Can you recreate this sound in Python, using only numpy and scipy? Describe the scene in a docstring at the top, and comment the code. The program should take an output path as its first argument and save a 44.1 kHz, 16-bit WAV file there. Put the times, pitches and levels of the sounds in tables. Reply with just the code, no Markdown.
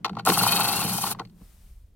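"""Cordless drill in a parked car

Inside the padded cabin, close to two microphone ports, a drill backs a screw out of a plastic console.
The bit clicks into the screw head; noise bursts fizz once a motor turn, a rung gearbox rasps once a
chuck turn, and struck resonances give the bit's rattle and the knocks and booms of the console.
The drill lifts off with a knock; a hand brings the screws up with a noise swish and low rumble."""
import sys
import numpy as np
from scipy import signal
from scipy.fft import rfft, irfft
from scipy.io import wavfile

SR = 44100
rng = np.random.default_rng(int(sys.argv[2]) if len(sys.argv) > 2 else 0)


def int16_out(signal):
    """Quantize to a 16-bit WAV file."""
    q = np.round(np.clip(np.atleast_2d(signal).T, -1, 1) * 32767)
    wavfile.write(sys.argv[1], SR, q.astype(np.int16))


N = 85995  # samples


def undb(db):
    """Decibels to gain."""
    return 10 ** (np.asarray(db) / 20)


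def curve(rows, axis=1):
    """Interpolate one column of a timed table to every sample."""
    rows = np.array(rows)
    return np.interp(np.arange(N) / SR, rows[:, 0], rows[:, axis])


def unit(x):
    """Scale to rms 1."""
    return x / np.sqrt(np.mean(x ** 2))


def over_hz(rows, axis=1):
    """Interpolate one column of a table over log frequency, for every bin of a padded transform."""
    rows = np.array(rows)
    bin_hz = np.arange(N + 1) * SR / (2 * N)
    return np.interp(np.log(bin_hz + 1), np.log(rows[:, 0]), rows[:, axis])


def colour(x, spectrum):
    """Causal minimum-phase filter with the given spectrum; white noise keeps its level."""
    gain = unit(undb(over_hz(spectrum)))
    # folding the cepstrum onto positive times makes the filter causal
    cepstrum = irfft(np.log(gain))
    cepstrum[1:N] *= 2
    cepstrum[N + 1:] = 0
    response = np.exp(rfft(cepstrum, 2 * N))
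    return irfft(rfft(x, 2 * N) * response)[..., :N]


PORT_SPREAD = 0.57  # unshared noise against shared


def noise():
    """White noise at the two ports, partly shared."""
    mid, side = rng.standard_normal((2, N))
    return unit(np.array([mid + PORT_SPREAD * side, mid - PORT_SPREAD * side]))


def ring(x, modes, bend_s=0., scatter_db=0.):
    """Drive a set of damped modes; low ones may arrive later. A unit tap peaks at 1."""
    t, tap = np.arange(SR // 4) / SR, 0
    last_hz = modes[-1][0]
    for k, (hz, db, t60) in enumerate(modes):
        delay = bend_s * (np.sqrt(1000 / hz) - np.sqrt(1000 / last_hz))
        age = np.maximum(t - delay, 0)
        level = (-1) ** k * undb(db + scatter_db * rng.standard_normal())
        decay = np.exp(-np.log(1000) * age / t60)
        tap = tap + level * np.sin(2 * np.pi * hz * age) * decay
    low_cut = signal.butter(2, 0.38 * modes[0][0], "high", fs=SR, output="sos")
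    tap = signal.sosfilt(low_cut, tap)
    return signal.fftconvolve(np.atleast_2d(x), tap[None] / np.abs(tap).max(), axes=1)[:, :N]


def taps(rows, axis=1):
    """One impulse for each row, at its time and the level in the chosen column."""
    rows, out = np.array(rows), np.zeros(N)
    places = np.clip(rows[:, 0] * SR, 0, N - 1).astype(int)
    np.add.at(out, places, undb(rows[:, axis]))
    return out


def fade(x, decay_s):
    """Give every impulse an exponential tail."""
    return signal.lfilter([1], [1, -np.exp(-1 / (SR * decay_s))], x)


# spectrum of the cabin's steady background: pitch_hz, relative level_db
CABIN_SPECTRUM = [(30, 4.5), (200, -5), (500, -11), (1000, -23.5), (3000, -25), (15000, -36.5)]
CABIN_DB = -68


def cabin_background():
    """Steady, mostly low noise of the cabin at both ports."""
    return undb(CABIN_DB) * colour(noise(), CABIN_SPECTRUM)


CABIN_T60_S = .11


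def cabin_echo(near):
    """The padded cabin answers with a short decaying noise tail, dulled in the treble."""
    t = np.arange(SR // 4) / SR
    decay = np.exp(-np.log(1000) * t / CABIN_T60_S)
    echo = rng.standard_normal((2, len(t))) * decay * (t > .003)
    echo /= np.sqrt(np.sum(echo ** 2, axis=1, keepdims=True))
    wet = signal.fftconvolve(near, echo, axes=1)[:, :N]
    return signal.sosfilt(signal.butter(1, 3500, fs=SR, output="sos"), wet)


# small surfaces near the microphone: left_delay_s, right_delay_s, level_db
NEARBY_SURFACES = [(.0007, .0011, -15), (.0017, .0014, -16), (.0027, .0029, -11), (.0049, .0043, -14)]
NEARBY_ABOVE_HZ = 2200


def reflections():
    """Response of each port to small surfaces nearby, which mirror mainly the treble."""
    jf = 1j * np.arange(N + 1) * SR / (2 * N)
    paths = 0
    for left_s, right_s, db in NEARBY_SURFACES:
        paths = paths + undb(db) * np.exp(-2 * np.pi * jf * np.array([[left_s], [right_s]]))
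    treble = (jf / (NEARBY_ABOVE_HZ + jf)) ** 2
    return 1 + paths * treble


# the two microphone ports: pitch_hz, left_minus_right_db, left_lead_rad
PORTS = [(60, -1.2, 0), (300, -.2, .1), (600, .6, .12), (1100, 2.1, .25), (2200, 3, .2), (3100, 6.5, .6),
         (4000, 5, 2.8), (5500, 2.5, 3.4), (7500, 3, 3.8), (9000, 4.5, 6.3), (12000, .5, 6.7),
         (15000, 0, 9)]


def at_ports(near):
    """Direct sound, with the level and phase differences of the ports and nearby reflections."""
    tilt = undb(over_hz(PORTS) / 2)
    ports = np.array([tilt, np.exp(-1j * over_hz(PORTS, axis=2)) / tilt])
    return irfft(rfft(near, 2 * N) * ports * reflections())[:, :N]


# fingers on the trim: time_s, level_db
FINGERS = [(.03, -66.5), (.07, -55.5), (.2, -59), (.24, -60.5), (1.14, -54), (1.23, -55), (1.29, -75.5),
           (1.42, -64.5), (1.47, -75), (1.95, -88.5)]
# spectrum of the rubbing: pitch_hz, relative level_db
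RUBBING = [(200, 1.5), (550, 3), (1100, -3), (2200, -14.5), (15000, -35.5)]
# the hand moving up: time_s, swish_db, rumble_db
HAND = [(0, -85, -75), (.3, -82, -82), (1.2, -73, -62), (1.34, -73, -53), (1.4, -64.5, -61),
        (1.44, -61.5, -48), (1.51, -62, -54.5), (1.58, -63.5, -47), (1.69, -64, -44), (1.8, -72, -48.5),
        (1.95, -83.5, -51.5)]
# spectra of the hand's swish and rumble: pitch_hz, relative level_db
SWISH = [(200, -3.5), (600, 0.5), (2000, -2), (5000, -2), (7000, -3), (9800, 1.5), (11500, -7.5),
         (13500, 3), (15500, -5.5)]
RUMBLE = [(12, -20.5), (25, -6.5), (38, -1.5), (60, -3.5), (90, -13), (200, -44), (600, -65)]
SWISH_LEFT_DB = 3.5  # left port above right


def hand():
    """Coloured noise for fingers rubbing the trim, then a soft swish and low handling rumble."""
    rub = colour(noise() * undb(curve(FINGERS)), RUBBING)
    balance_db = np.array([[SWISH_LEFT_DB], [-SWISH_LEFT_DB]]) / 2
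    swish = colour(noise(), SWISH) * undb(curve(HAND) + balance_db)
    rumble = unit(colour(rng.standard_normal(N), RUMBLE)) * undb(curve(HAND, axis=2))
    return rub + swish + rumble


# bumps on the console: time_s, deep boom_db, panel thock_db
BUMPS = [(.051, -44.5, -30.5), (.095, -45, -37.5), (.11, -29.5, -48), (.168, -31.5, -37.5),
         (.193, -38, -37.5), (.274, -37, -20.5), (.291, -21.5, -14.5), (.303, -24, -22), (.416, -23, -25.5),
         (.772, -25.5, -39), (.843, -21, -29.5), (.945, -28.5, -34.5), (1.198, -36.5, -31.5),
         (1.252, -46.5, -55), (1.41, -41.5, -51)]
# steady boom under hand and drill: time_s, level_db
BOOM = [(0, -48), (.06, -46.5), (.18, -35.5), (.24, -45), (.31, -33), (.42, -32.5), (.6, -34.5), (.88, -35),
        (1.06, -39), (1.15, -44), (1.27, -47), (1.42, -57), (1.46, -66.5), (1.7, -65.5), (1.8, -79),
        (1.95, -71)]
# resonances of the hollow console and of its panel: pitch_hz, relative level_db, t60_s
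CONSOLE = [(85, -15, 0.067), (115.85, -12.5, .3), (178, 0.5, 0.11), (209.2, -0.5, .08), (244, -9.5, 0.071),
           (293.7, -11, .09), (406, -14.5, 0.1)]
PANEL = [(239, -3, .04), (324, -1.5, .05), (350, -1, 0.063), (423, -0.5, .05), (468, -3, 0.1),
         (608, -6.5, 0.033)]
BEND_S = .0012  # scale of the later arrival of low modes in plastic


def console():
    """The hollow console booms under bumps and steady shaking; its panel thocks."""
    boom = ring(taps(BUMPS), CONSOLE)
    thock = ring(taps(BUMPS, axis=2), PANEL, BEND_S)
    push = rng.standard_normal(N) + 0.17 * noise()
    shaking = colour(push, [(40, -3.5), (100, 3.5), (500, -3), (1200, -12.5)])
    return boom + thock + unit(ring(shaking, CONSOLE)) * undb(curve(BOOM))


# resonances of the plastic trim: pitch_hz, relative level_db, t60_s
TRIM = [(701.4, -7, 0.027), (805.5, -3, .04), (882.6, -2.5, .03), (981, -3.5, .022), (1108, -1.5, .026),
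        (1361, -4, .026), (1460, -6.5, .022), (1908, -16.5, .018)]
CONTACT_S, CONTACT_GRIT = 0.0023, 0.084  # decay and relative strength of the grit
STRIKE_SCATTER_DB = 3.5  # of each mode from spot to spot


def trim(hits, count=3):
    """Gritty contacts ring the plastic trim from a few different spots."""
    spot = np.cumsum(hits != 0) % count
    total = 0
    for k in range(count):
        struck = hits * (spot == k)
        grit = CONTACT_GRIT * fade(struck, CONTACT_S) * rng.standard_normal(N)
        total = total + ring(struck + grit, TRIM, BEND_S, STRIKE_SCATTER_DB)
    return total


# contacts of bit, screw and trim: start_s, trim ring_db, relative hard tick_db
KNOCKS = [(.0455, -17, -15.5), (.0495, -24, -19), (.055, -25, -21.5), (.0615, -24.5, -25), (.075, -32, -50),
          (.081, -36, -36), (.0945, -27.5, -30), (.131, -39, -49), (.152, -39.5, -40.5), (.1685, -22, -38),
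          (.176, -41, -43), (.186, -31.5, -38), (.190, -44, -33), (.195, -24.5, -27), (.205, -45, -42.5),
          (.264, -16, -28.5), (.2715, -8, -18), (.281, -15, -18), (.2895, -13, -14.5), (.300, -14, -10),
          (.320, -15, -29.5), (.373, -16, -28), (.410, -16.5, -30), (.435, -14, -16.5),
          (.464, -14.5, -28.5), (.522, -15, -21), (.581, -22, -30.5), (.596, -19.5, -30),
          (.608, -18.5, -17.5), (.678, -22, -47), (.736, -32, -20), (.815, -24.5, -25.5), (.827, -27, -19),
          (.948, -29, -32), (.982, -23.5, -22.5), (1.038, -20.5, -19), (1.071, -29.5, -24),
          (1.112, -27.5, -23), (1.148, -33.5, -43.5), (1.188, -36, -45), (1.195, -30, -24.5),
          (1.1975, -25.5, -42), (1.206, -33, -61), (1.215, -34.5, -50.5), (1.251, -56, -40.5),
          (1.272, -71, -55), (1.297, -67.5, -52.5), (1.415, -55, -59.5)]
# metallic snaps as the drive starts and takes up slack: start_s, relative level_db
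SNAPS = [(.2512, -13.5), (.2612, -10), (.263, -18.5), (.298, -13.5), (.523, -18), (.564, -17)]
# spectra of the hard ticks and the snaps: pitch_hz, relative level_db
TICK = [(800, -26.5), (2000, 3.5), (2900, 1), (4500, -1), (6000, -7), (9000, -21), (15000, -23.5)]
SNAP = [(1500, -23), (4000, -6.5), (9000, 3.5), (12000, -1.5), (15500, -3.5)]
# resonances of the gearbox: pitch_hz, relative level_db, t60_s
GEARBOX = [(1906, -11.5, 0.0064), (2494, -4, 0.029), (2757, -1.5, .024), (3123, -2.5, 0.017),
           (3814, -1, .022), (4020, -1, 0.039), (4397, 4, 0.039)]
TICK_DECAY_S, SNAP_DECAY_S = 0.0026, .002
TICK_RING_DB = -4  # gearbox ring against the tick's impulse


def contacts():
    """Knocks ring the trim, their hard ticks also ring the gearbox; the drive's snaps are noise bursts."""
    ticks = taps(KNOCKS, axis=2)
    hard = 0.45 * colour(fade(ticks, TICK_DECAY_S) * noise(), TICK)
    gearbox = undb(TICK_RING_DB) * ring(ticks, GEARBOX)
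    snaps = 0.38 * colour(fade(taps(SNAPS), SNAP_DECAY_S) * noise(), SNAP)
    return trim(taps(KNOCKS)) + hard + gearbox + snaps


# drill speed and loudness: time_s, motor turns_per_s, relative level_db
RUN = [(.25, 400, -8), (.29, 461, 6), (.33, 516, 3), (.435, 587, 4.5), (.48, 618, 4.5), (.61, 650, 2),
       (.72, 667, 1.5), (.795, 710, 1.5), (.835, 610, -1), (.88, 587, -0.5), (.95, 620, 0.5), (1.0, 628, 0),
       (1.075, 594, 0.5), (1.125, 443, -2)]
START_S, STOP_S, ATTACK_S, RELEASE_S = .251, 1.127, 0.005, 0.01387
GEAR_RATIO = 26.9  # motor turns per chuck turn
CHUCK_TOP_S = .604  # a moment at which the chuck passes its tight spot


def drive():
    """Turns made by the motor and the geared-down chuck, and the trigger's gate."""
    t = np.arange(N) / SR
    motor = np.cumsum(curve(RUN)) / SR
    chuck = (motor - np.interp(CHUCK_TOP_S, t, motor)) / GEAR_RATIO
    attack = np.clip((t - START_S) / ATTACK_S, 0, 1)
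    release = np.clip(1 - (t - STOP_S) / RELEASE_S, 0, 1) ** 2
    return motor, chuck, attack * release


# pressure on the screw: time_s, load_db, chuck wobble (about 0-1)
LOAD = [(.25, -4, 0), (.33, -3, 0.88), (.44, 1, 1.01), (.61, 1.5, 0.79), (.73, -2, 0.8), (.84, -4, 0.6),
        (.93, -8, .55), (1.0, -16, 0.56), (1.04, -7.5, 0.74), (1.13, -9, 0.7)]
# spectrum of the grinding thread: pitch_hz, relative level_db
GRIND = [(100, -26.5), (280, -7.5), (450, -4.5), (560, -10.5), (820, 0.5), (1350, -4.5), (1700, -12.5),
         (1900, -16.5), (2150, -12.5), (4000, -30)]
RATTLE_PER_TURN = 3  # slips per chuck turn
RATTLE_DB, RATTLE_SCATTER_DB, GRIND_DB = -20, 2.5, -32  # levels before the load


def bit_rattle(chuck, gate):
    """The bit slips in the screw head a few times a chuck turn; the thread grinds in between."""
    slips = np.flatnonzero(np.diff(np.floor(chuck * RATTLE_PER_TURN))) / SR
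    chance = rng.standard_normal((len(slips), 2))
    times = slips + .0018 * chance[:, 0]
    hits = taps(np.c_[times, RATTLE_DB + RATTLE_SCATTER_DB * chance[:, 1]])
    load = gate * undb(curve(LOAD))
    grind_level = gate * undb(GRIND_DB + 0.82 * curve(LOAD))
    grind = colour(rng.standard_normal(N) * grind_level, GRIND)
    return trim(hits * load * undb(-4)) + grind


RASP_DB, RASP_SWING_DB, RASP_LAG_TURNS, RASP_EDGE = -31, 5, 0.21, 2.5  # level before the load
WHINE_DB = 5  # clicks against steady noise
GEAR_JITTER_TURNS, GEAR_SCATTER_DB = 0.022, 3.5


def gears(motor, chuck):
    """A tooth click on each motor turn rings the gearbox, hardest during half of each chuck turn."""
    chance = rng.standard_normal((N // 20, 2))[(motor + .5).astype(int)].T
    off_turns = (motor + .5) % 1 - .5 + GEAR_JITTER_TURNS * chance[0]
    off_samples = off_turns * SR / curve(RUN)
    clicks = unit(np.exp(-off_samples ** 2 / 2) * undb(GEAR_SCATTER_DB * chance[1]))
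    bind = np.tanh(RASP_EDGE * np.cos(2 * np.pi * (chuck - RASP_LAG_TURNS)))
    bind = bind * curve(LOAD, axis=2)
    rung = unit(ring(undb(WHINE_DB) * clicks + noise(), GEARBOX))
    return rung * undb(RASP_DB + RASP_SWING_DB * bind + curve(LOAD))


# spectra of the motor's fizz and scrape: pitch_hz, relative level_db
FIZZ = [(1500, -18), (2500, -9.5), (3600, -2.5), (5000, 2), (7000, -1.5), (8300, 2), (10000, -1),
        (13500, -1), (14500, 0), (15500, 0)]
SCRAPE = [(5000, -24.5), (8000, -11.5), (9500, -5), (11600, 0.5), (12600, -5), (13800, -11.5), (15500, -7)]
# levels before the loudness in RUN; SHARP narrows each burst, BASE is the steady part
FIZZ_DB, FIZZ_SWING_DB, FIZZ_SHARP, FIZZ_BASE = -31, 2.5, 2.5, 0.38
SCRAPE_DB, SCRAPE_SWING_DB, SCRAPE_SHARP, SCRAPE_BASE = -35, 7.5, 9.6, 0.05


def motor_fizz(motor, chuck):
    """Noise bursts fizz on every motor turn, with a scrape that swells at the chuck's tight spot."""
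    turn = np.cos(2 * np.pi * motor) - 1
    tight = np.cos(2 * np.pi * chuck) * curve(LOAD, axis=2)
    # each motor turn has its own random strength
    uneven = undb(2.2 * rng.standard_normal(N // 20))[(motor + .5).astype(int)]
    fizz_bursts = unit(FIZZ_BASE + uneven * np.exp(FIZZ_SHARP * turn))
    fizz = colour(noise() * fizz_bursts, FIZZ) * undb(FIZZ_DB + FIZZ_SWING_DB * tight)
    scrape_bursts = unit(SCRAPE_BASE + uneven * np.exp(SCRAPE_SHARP * turn))
    scrape = colour(noise() * scrape_bursts, SCRAPE) * undb(SCRAPE_DB + SCRAPE_SWING_DB * tight)
    return (fizz + scrape) * undb(curve(RUN, axis=2))


CABIN_WET_DB = -18.5


def scene():
    """Drill and handling in the small padded cabin, heard close by at two ports."""
    motor, chuck, gate = drive()
    drill = gate * (motor_fizz(motor, chuck) + gears(motor, chuck))
    near = console() + contacts() + bit_rattle(chuck, gate) + drill
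    wet = undb(CABIN_WET_DB) * cabin_echo(near)
    return cabin_background() + wet + hand() + at_ports(near)


TOP_HZ = 15900


def record(dry):
    """The recorder cuts the top with a steep low-pass."""
    return signal.sosfilt(signal.ellip(10, .2, 80, TOP_HZ, fs=SR, output="sos"), dry)


dry = scene()
out = record(dry)
int16_out(out)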